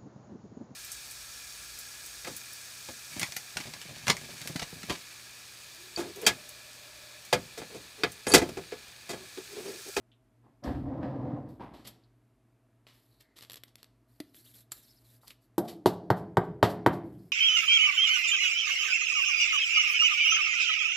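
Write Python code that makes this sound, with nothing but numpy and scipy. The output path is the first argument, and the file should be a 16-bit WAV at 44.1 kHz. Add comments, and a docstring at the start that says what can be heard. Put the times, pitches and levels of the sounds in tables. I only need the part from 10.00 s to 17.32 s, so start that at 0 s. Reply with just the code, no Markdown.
"""A mat-covered desk in a small room. A drawer slides open, slips on its runners shaking the box, and
a rigid plastic card holder is drawn out. The holder crackles as it is pinched open; a sleeved card
catches on its lip and slides in with a faint stick-slip squeak. The holder's edge is then tapped six
times to settle the card: the desk rings, things on it shake, the card clicks inside.
Faint room air and an appliance hum lie underneath."""
import sys
import numpy as np
from scipy import signal
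from scipy.fft import rfft, irfft
from scipy.io import wavfile
from scipy.ndimage import uniform_filter1d

SR = 44100
rng = np.random.default_rng(int(sys.argv[2]) if len(sys.argv) > 2 else 0)


def store_wav(level_fs):
    """Save 16-bit WAV to argv[1]."""
    pcm = np.round(np.clip(np.atleast_2d(level_fs), -1, 1) * 32767)
    wavfile.write(sys.argv[1], SR, pcm.T.astype(np.int16))


N = 322792
TIME = np.arange(N) / SR

# holder edge on the desk: (time [s], level [dB], contact cutoff [Hz], weight [dB], loose things [dB],
# card click [dB], click tilt [dB/oct], card settling [dB])
TAPS = [(5.5807, -10, 925, -5.5, 6.5, -18.5, 6.5, -62), (5.8591, -2.5, 1180, -3.5, -1.5, -15, 1, -63.5),
        (6.1027, -2, 2080, 1, -2.5, -19.5, -1, -60.5), (6.3705, -1.5, 2300, 1.5, -3.5, -20.5, -0.5, -70),
        (6.628, 0.5, 3070, 1, 1.5, -13.5, -2, -50.5), (6.8627, 1.5, 3800, 0.5, -1.5, -18.5, 0, -57)]
# spectrum of the holder's plastic: (frequency [Hz], level [dB])
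PLASTIC = [(200, -3.5), (600, -4.5), (850, -10.5), (1150, -4), (1550, -9.5), (1950, -2.5), (2350, -5.5),
           (3300, 0), (4500, -0.5), (6500, -12.5), (7700, -8), (9500, -15), (12300, -5), (14000, -22)]


def taps(bass_hz=200, vary_db=2.6, detune=0.0044, shake_db=-31, shake_t60_s=0.54,
         clatter_db=-27, clatter_t60_s=0.11, boom_db=-37, boom_t60_s=1.04):
    """The edge knocks, the desk rings, things on it shake; a lighter blow carries less bass."""
    # struck modes: (frequency [Hz], level [dB], t60 [s])
    edge_modes = [(469, -5, 0.016), (896.5, -17.5, 0.064), (1089, -19, 0.037), (1527, -14, 0.015),
                  (1840, -26, .03), (3100, -28.5, 0.016)]
    desk_modes = [(109, -16.5, 0.084), (137, -19, 0.08), (181, -25.5, 0.23), (249, -26.5, 0.036),
                  (284, -16, 0.037), (339.6, -22, 0.11), (371, -21, 0.11), (421.3, -28, 0.34),
                  (463.4, -17.5, 0.071), (598, -25, 0.039), (654, -10.5, 0.025), (720, -29, 0.03),
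                  (765, -21.5, 0.071), (862, -22.5, 0.047), (883, -19.5, 0.023), (951, -13.5, 0.042),
                  (1027, -42.5, 0.481), (1124.4, -26.5, 0.069), (1249, -26, 0.073), (1386, -30, 0.13),
                  (1554, -30.5, 0.12), (1790, -51.5, 0.27)]
    # boxes and card stacks shaking: (frequency [Hz], level [dB])
    shake_spectrum = [(40, -24.5), (65, -9), (110, -4), (180, 5), (260, 1.5), (450, -10.5), (700, 3),
                      (1000, -15), (1500, -16), (2100, -20.5), (2800, -31.5), (6000, -48.5), (13000, -64)]
    # desk frame resonances: (frequency [Hz], width [Hz], level [dB])
    frame = [(70.4, 41, -12), (128.1, 30, -2.5), (181.9, 11, 5.5), (290, 47, -14.5)]
    out, t = np.zeros(N), TIME[:SR]
    knock = sum(mode(*row) for row in edge_modes)
    shaking = from_db(shake_db) * decay(t, shake_t60_s) + from_db(clatter_db) * decay(t, clatter_t60_s)
    shaking *= 1 - np.exp(-t / 0.004)
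    for s, db, contact_hz, weight_db, loose_db, *_ in TAPS:
        ring = 0
        for k, (hz, mode_db, t60_s) in enumerate(desk_modes):
            struck_hz = hz * (1 + detune * rng.standard_normal())
            struck_db = mode_db + weight_db * (hz < bass_hz) + vary_db * rng.standard_normal()
            ring += (-1) ** k * mode(struck_hz, struck_db, t60_s)
        jolts = shaking * grains(SR, per_s=4000, spread_db=1.5)
        shake = from_db(loose_db) * signal.fftconvolve(jolts, response(shake_spectrum))[:SR]
        boom = resonate(grains(SR, per_s=1800, spread_db=0.5), frame)
        boom *= from_db(boom_db + weight_db) * decay(t, boom_t60_s)
        blow = butter(ring - knock + shake + boom, contact_hz)
        add(out, s, from_db(db) * butter(blow, hz=48 * from_db(-weight_db), kind="high"))
    return out


def card_settling(bounce_s=0.0084, bounce_loss_db=11.5, slip_s=0.078, rise_s=0.018, t60_s=0.16):
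    """At each tap the card clicks against the holder, bounces once and slips deeper."""
    out, colour = np.zeros(N), response(PLASTIC, tilt_db_oct=3.5)
    for s, *_, click_db, tilt_db_oct, settle_db in TAPS:
        add(out, s, tick(click_db, tilt_db_oct))
        add(out, s + bounce_s, tick(click_db - bounce_loss_db, tilt_db_oct))
        add(out, s + slip_s - 2 * rise_s, stroke(settle_db, rise_s, t60_s, colour, per_s=9000))
    return out


def drawer_slide(start_s=0.622, coast_s=1.34, attack_s=0.028, coast_db_per_s=85,
                 rumble_db=-39, growth_db_per_s=5, scrape_db=-43.5,
                 catch_s=0.79, catch_half_s=0.066, catch_db=-16,
                 judder_s=0.68, judder_db=-37, fade_db_per_s=45, roll_db=-61.5, end_s=1.83, stop_s=0.035):
    """Slips on the runners shake the box: it shudders loose, sticks briefly, runs, then coasts."""
    # drawer resonances: (frequency [Hz], width [Hz], level [dB])
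    box = [(96, 12, -10), (130.4, 10.8, 2), (193, 88, -13), (235, 9.1, 0.5), (272, 10.5, 2.5),
           (295, 13, -1), (318, 26, -6.5)]
    runners = [(448, 46, 0), (517, 16, 8), (581, 21.6, 5.5), (712, 43, 1), (776, 22.5, 2), (870, 75, -5.5),
               (1018, 54, -3), (1160, 216, -14), (1840, 480, -23.5), (4200, 2900, -40.5)]
    rumble = steady(butter(resonate(grains(N, per_s=900), box), hz=530))
    rumble *= from_db(rumble_db + growth_db_per_s * (TIME - start_s))
    judder = resonate(grains(N, per_s=250, spread_db=1.5), [(70, 35, 0)])   # 70 Hz, 35 Hz wide
    judder = steady(butter(judder, hz=120))
    judder *= from_db(roll_db) + from_db(judder_db - fade_db_per_s * (TIME - judder_s))
    scrape = butter(resonate(grains(N, per_s=6000, spread_db=0.1), runners), hz=5000)
    scrape *= from_db(scrape_db + catch_db * np.exp(-((TIME - catch_s) / catch_half_s) ** 2))
    pull = onset(start_s, attack_s) * from_db(-coast_db_per_s * np.maximum(TIME - coast_s, 0))
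    moving = onset(judder_s - attack_s, attack_s) - onset(end_s - stop_s, stop_s)
    return pull * (rumble + scrape) + moving * judder


def drawer_bumps(bump_t60_s=0.47, shift_s=1.599):
    """The box bumps hollowly; loose holders shift as it stops."""
    # bumps of the box: (time [s], level [dB], rise [s])
    bumps = [(0.46, -63, 0.028), (0.64, -40, 0.0057), (0.68, -34.5, .025), (1.037, -37, 0.015),
             (1.462, -57, 0.006), (1.6, -42, 0.003), (1.74, -50.5, 0.0048), (1.869, -56.5, 0.017)]
    # spectra of a bump and of the shifting holders: (frequency [Hz], level [dB])
    bump_spectrum = [(71, -34), (120, -6), (302, -0.5), (405, -10), (483, -12.5), (743, -8), (1450, -25),
                     (1660, -20.5), (2230, -31.5), (5170, -42), (5930, -54), (13000, -68.5)]
    shift_spectrum = [(200, -24), (600, 1), (1000, 7.5), (1500, -12), (2200, -11.5), (4000, -21.5),
                      (7000, -39), (13000, -34)]
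    out = np.zeros(N)
    for s, db, rise_s in bumps:
        add(out, s - 2 * rise_s, stroke(db, rise_s, bump_t60_s, response(bump_spectrum), per_s=3000))
    shift = stroke(db=-46.5, rise_s=0.0049, t60_s=0.42, colour=response(shift_spectrum), per_s=2900)
    add(out, shift_s, shift)
    return out


def tick(db, tilt_db_oct, rattle_db=-16, usual_t60_s=0.024, usual_db=-25, stretch_per_db=0.1615):
    """One snap, then a brief rattle of the plastic sheets; hard snaps rattle longer."""
    t = TIME[:SR // 10]
    t60_s = usual_t60_s * np.exp(stretch_per_db * (db - usual_db))
    snap = from_db(rattle_db) * decay(t, t60_s) * rng.standard_normal(len(t))
    snap[0] = 1
    return from_db(db) * signal.fftconvolve(snap, response(PLASTIC, tilt_db_oct))


def crackles(jitter_s=0.0014, vary_db=2, run_tilt_db_oct=1.0, vary_db_oct=1.5):
    """The holder ticks when handled and slips in uneven runs when pinched open."""
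    # single ticks: (time [s], level [dB], tilt [dB/oct])
    singles = [(2.8682, -32.5, -8), (3.636, -26.5, 1), (3.756, -29, 1.5), (3.8301, -29, 1),
               (3.844, -34, -0.5), (4.202, -23.5, 0.5), (4.3461, -35, -5), (4.7190, -20, 8), (5.28, -27, 5)]
    # runs of slips: (start [s], length [s], gap [s], level [dB])
    runs = [(3.383, 0.015, 0.0065, -33), (3.411, 0.045, 0.012, -31), (3.4976, 0.064, 0.0114, -27)]
    out = np.zeros(N)
    for s, db, tilt_db_oct in singles:
        add(out, s, tick(db, tilt_db_oct))
    for start_s, length_s, gap_s, db in runs:
        times_s = np.arange(start_s, start_s + length_s, gap_s)
        for s, (late, harder, duller) in zip(times_s, rng.standard_normal((16, 3))):
            slip = tick(db + vary_db * harder, run_tilt_db_oct - vary_db_oct * duller)
            add(out, s + jitter_s * late, slip)
    return out


def flexes(band_hz=(190, 1500)):
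    """The knocked holder bends like a plate, too small to radiate bass."""
    # bending modes: (time [s], frequency [Hz], level [dB], t60 [s])
    bends = [(4.2021, 301, -29, 0.052), (4.202, 620, -44, 0.053), (5.5807, 342, -17, 0.1),
             (5.8591, 369.4, -10, 0.093)]
    out = np.zeros(N)
    for s, hz, db, t60_s in bends:
        add(out, s, -mode(hz, db, t60_s))
    return butter(out, band_hz, "band")


def rubbing(sheet_hz=4070, width_hz=520, wander_oct=0.18, sheet_db=-14.5, grip_db=1.0,
            attack_s=0.019, release_t60_s=0.1, scuff_rise_s=0.0065):
    """Handling scuffs and the hiss of the card going in; the sheet's ring shifts with the grip."""
    # sliding friction: (frequency [Hz], level [dB])
    slide_spectrum = [(300, -2), (1000, -18.5), (1700, -8), (2600, -10.5), (3400, -9), (4700, -6.5),
                      (6400, -10), (7900, -5), (9400, -8), (11500, 1), (13200, 1.5)]
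    # pushes on the card: (start [s], length [s], level [dB], fade [dB/s])
    pushes = [(2.923, 0.28, -68, 28), (4.074, 0.33, -72, 0), (4.337, 0.098, -51.5, 110),
              (4.438, 0.086, -54, 70), (4.531, 0.079, -51.5, 36), (4.725, 0.3, -53, 48),
              (5.035, 0.13, -62.5, -23), (5.207, 0.11, -61, -3), (5.404, 0.047, -69.5, 30),
              (7.022, 0.27, -73.5, -10.5)]
    # plastic brushing plastic or skin: (time [s], level [dB], t60 [s], tilt [dB/oct])
    scuffs = [(0.644, -54.5, 0.48, -0.5), (1.492, -70, 0.33, 3.5), (1.743, -60, 0.69, -3),
              (1.854, -52.5, 0.28, -1.5), (1.876, -43, 0.081, 4), (2.875, -59, 0.46, -3),
              (3.209, -57, 0.097, 2), (3.368, -56, 0.37, 0.5), (3.425, -51, 0.13, 0.5),
              (3.573, -49, 0.038, 0.5), (3.682, -63, 0.1, 0), (3.786, -64.5, 0.31, -1.5),
              (4.722, -49, 0.068, 2), (5.277, -55, 0.18, 2), (5.308, -52, 0.064, 0.5),
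              (5.686, -46, 0.18, 1.5), (6.639, -41, 0.12, -16)]
    hiss = signal.fftconvolve(grains(N, per_s=8000, spread_db=2.5), response(slide_spectrum))[:N]
    pitch_hz = sheet_hz * 2 ** (wander_oct * flutter(N, hz=11))
    ring = rms_one(flutter(N, width_hz / 2) * glide(pitch_hz))
    slide = (hiss + from_db(sheet_db) * ring) * from_db(grip_db * flutter(N, hz=25))
    out = np.zeros(N)
    for s, length_s, db, fade_db_per_s in pushes:
        push = onset(s, attack_s) * from_db(db - fade_db_per_s * np.clip(TIME - s, 0, length_s))
        release = decay(np.maximum(TIME - s - length_s, 0), release_t60_s)
        out += slide * push * release
    for s, db, t60_s, tilt_db_oct in scuffs:
        scuff = stroke(db, scuff_rise_s, t60_s, response(PLASTIC, tilt_db_oct), per_s=8200)
        add(out, s - 2 * scuff_rise_s, scuff)
    return out


def narrow_rings():
    """Brief narrow rings from small creaks, faint rubs, a soft knock and the holder's snap."""
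    # rings: (time [s], frequency [Hz], width [Hz], level [dB], t60 [s])
    rings = [(0.117, 3240, 900, -63, 0.12), (0.435, 983, 248, -65, 0.3), (0.638, 5260, 1200, -50.5, 0.054),
             (2.036, 4260, 890, -66.5, 0.077), (3.111, 4170, 800, -76, 1), (3.22, 1914, 500, -75.5, 1),
             (4.7192, 7470, 815, -30, 0.015), (4.719, 1500, 830, -38.5, 0.019),
             (5.233, 965, 595, -56, 0.086), (5.305, 2600, 810, -48.5, 0.046), (7.189, 4640, 910, -75, 0.28)]
    out, size = np.zeros(N), SR // 2
    for s, hz, width_hz, db, t60_s in rings:
        add(out, s, np.sqrt(2) * flutter(size, width_hz / 2) * mode(hz, db, t60_s)[:size])
    return out


def squeaks(flutter_hz=290, rise_oct=0.64):
    """Each slip of the sleeve speeds up and slows; pitch and level of its breathy squeak follow."""
    # sleeve slips: (centre [s], length [s], top pitch [Hz], level [dB])
    slips = [(4.475, 0.05, 3610, -65), (4.773, 0.05, 5030, -71), (4.843, 0.039, 5600, -69),
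             (4.906, 0.08, 5240, -64.5), (4.973, 0.06, 5220, -70), (5.047, 0.07, 3730, -86)]
    out, t = np.zeros(N), TIME[:SR // 5]
    for s, length_s, top_hz, db in slips:
        speed = np.sin(np.pi * np.minimum(t / length_s, 1))
        pitch_hz = top_hz * 2 ** (rise_oct * (speed - 1))
        squeak = np.sqrt(2) * flutter(len(t), flutter_hz) * glide(pitch_hz)
        add(out, s - length_s / 2, from_db(db) * speed * squeak)
    return out


def room(x, build_s=0.004):
    """Diffuse reflections build up, then die away; the bass lasts longest."""
    # reverberation time: (frequency [Hz], t60 [s])
    t60s = [(100, 1), (300, 0.88), (800, 0.42), (2000, 0.16), (5000, 0.51), (12000, 0.15)]
    # reverberation spectrum: (frequency [Hz], level [dB])
    levels = [(60, -13), (150, -16), (300, -9), (700, -14.5), (1500, -6.5), (3000, -10), (7000, -16.5),
              (12000, -8)]
    t, tail = TIME[:SR], 0
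    build = 1 - np.exp(-(t / build_s) ** 2)
    edges_hz = np.geomspace(40, 16000, 14)
    for low, high in zip(edges_hz, edges_hz[1:]):
        hz = np.sqrt(low * high)
        band = butter(rng.standard_normal(SR) * build * decay(t, at_hz(t60s, hz)), [low, high], "band")
        gain = from_db(at_hz(levels, hz)) * np.sqrt(2 * (high - low) / SR)
        tail += gain * band / np.linalg.norm(band)
    return signal.fftconvolve(x, tail)[:N]


def background(air_db=-69.5, hum_db=-69.5, hum_hz=118, waver=0.35):
    """Faint room air and a wavering appliance hum."""
    # still room: (frequency [Hz], level [dB])
    air_spectrum = [(15, -57), (25, -39.5), (49, -4.5), (86, -27.5), (117, -3.5), (160, -25.5), (244, -10),
                    (593, -28), (641, -15.5), (731, -27.5), (1000, -28), (2310, -36), (3420, -41.5),
                    (5630, -45), (13000, -44.5)]
    air = signal.fftconvolve(rng.standard_normal(N), response(air_spectrum, size=8192))[:N]
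    sway = 1 + waver * flutter(N, hz=6.2)
    hum = sway * np.sqrt(2) * np.sin(2 * np.pi * hum_hz * TIME)
    return from_db(air_db) * air + from_db(hum_db) * hum


def from_db(db):
    """Decibels to gain."""
    return 10 ** (np.asarray(db) / 20)


def decay(t, t60_s):
    """Gain falling 60 dB per t60_s."""
    return from_db(-60 * t / t60_s)


def onset(s, attack_s):
    """Ramp from 0 to 1, starting at time s."""
    return np.clip((TIME - s) / attack_s, 0, 1)


def rms_one(x):
    """Scale to unit rms."""
    return x / np.sqrt(np.mean(x ** 2) + 1e-20)


def steady(x):
    """Even out the slow level swings of a noise."""
    return x / np.sqrt(uniform_filter1d(x ** 2, size=SR // 12) + 1e-9)


def at_hz(points, hz):
    """Read a table on a log-frequency axis."""
    table = np.array(points)
    return np.interp(np.log(np.maximum(hz, 1)), np.log(table[:, 0]), table[:, 1])


def add(out, s, sound):
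    """Mix a sound in at time s."""
    start = max(round(s * SR), 0)
    out[start:start + len(sound)] += sound[:N - start]


def butter(x, hz, kind="low", order=2):
    """Butterworth filter, low-pass by default."""
    return signal.sosfilt(signal.butter(order, hz, kind, fs=SR, output="sos"), x)


def flutter(size, hz):
    """Low-passed noise; rms 1."""
    return rms_one(butter(rng.standard_normal(size), hz))


def glide(pitch_hz):
    """Sine following a pitch curve."""
    return np.sin(2 * np.pi * np.cumsum(pitch_hz) / SR)


def response(spectrum, tilt_db_oct=0, size=2048):
    """Causal impulse response of unit energy with this spectrum, tilted above 2 kHz."""
    hz = np.maximum(np.fft.rfftfreq(size, 1 / SR), 10)
    db = at_hz(spectrum, hz) + tilt_db_oct * np.log2(np.maximum(hz, 2000))
    cepstrum = irfft(np.log(from_db(db)))
    cepstrum[size // 2:] = 0
    impulse = irfft(np.exp(rfft(2 * cepstrum)))
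    return impulse / np.linalg.norm(impulse)


def grains(size, per_s, spread_db=0):
    """Friction: tiny slips of uneven size at random moments; rms 1."""
    slips = (rng.random(size) < per_s / SR) * rng.standard_normal(size)
    return rms_one(slips * from_db(spread_db * np.clip(rng.standard_normal(size), -2, 2)))


def resonate(x, resonances):
    """Parallel resonances with alternating signs; rms 1."""
    out = 0
    for k, (hz, width_hz, db) in enumerate(resonances):
        r = np.exp(-np.pi * width_hz / SR)
        feedback = [1, -2 * r * np.cos(2 * np.pi * hz / SR), r * r]
        out += (-1) ** k * from_db(db) * (1 - r * r) * signal.lfilter([1, 0, -1], feedback, x)
    return rms_one(out)


def mode(hz, db, t60_s):
    """One second of a struck mode."""
    t = TIME[:SR]
    return from_db(db) * decay(t, t60_s) * np.sin(2 * np.pi * hz * t)


def stroke(db, rise_s, t60_s, colour, per_s):
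    """A short rub through the impulse response colour; peaks after two rise times."""
    t = TIME[:SR // 2] - 2 * rise_s
    shape = np.where(t < 0, np.exp(-(t / rise_s) ** 2), decay(np.abs(t), t60_s))
    return from_db(db) * signal.fftconvolve(shape * grains(len(t), per_s), colour)


def scene(side_db=-11, side_hz=5500, hands_send_db=-3, flex_send_db=-6):
    """Close, drier hands; the furniture fills the room; only the top treble spreads to the sides."""
    furniture = drawer_slide() + drawer_bumps() + taps()
    flex = flexes()
    hands = rubbing() + squeaks() + narrow_rings() + card_settling() + crackles()
    reverb = room(furniture + from_db(hands_send_db) * hands + from_db(flex_send_db) * flex)
    mid = furniture + hands + flex + reverb + background()
    treble = signal.sosfiltfilt(signal.butter(3, side_hz, "high", fs=SR, output="sos"), mid)
    side = from_db(side_db) * treble * flutter(N, hz=600)
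    return np.array([mid + side, mid - side])


def record(dry, bass_cut_hz=42, top_cut_hz=13100):
    """The small microphone loses the deep bass; the top is cut steeply."""
    thin = butter(dry, bass_cut_hz, "high", order=3)
    return signal.sosfilt(signal.ellip(10, 0.2, 80, top_cut_hz, fs=SR, output="sos"), thin)


dry = scene()
out = record(dry)
store_wav(out)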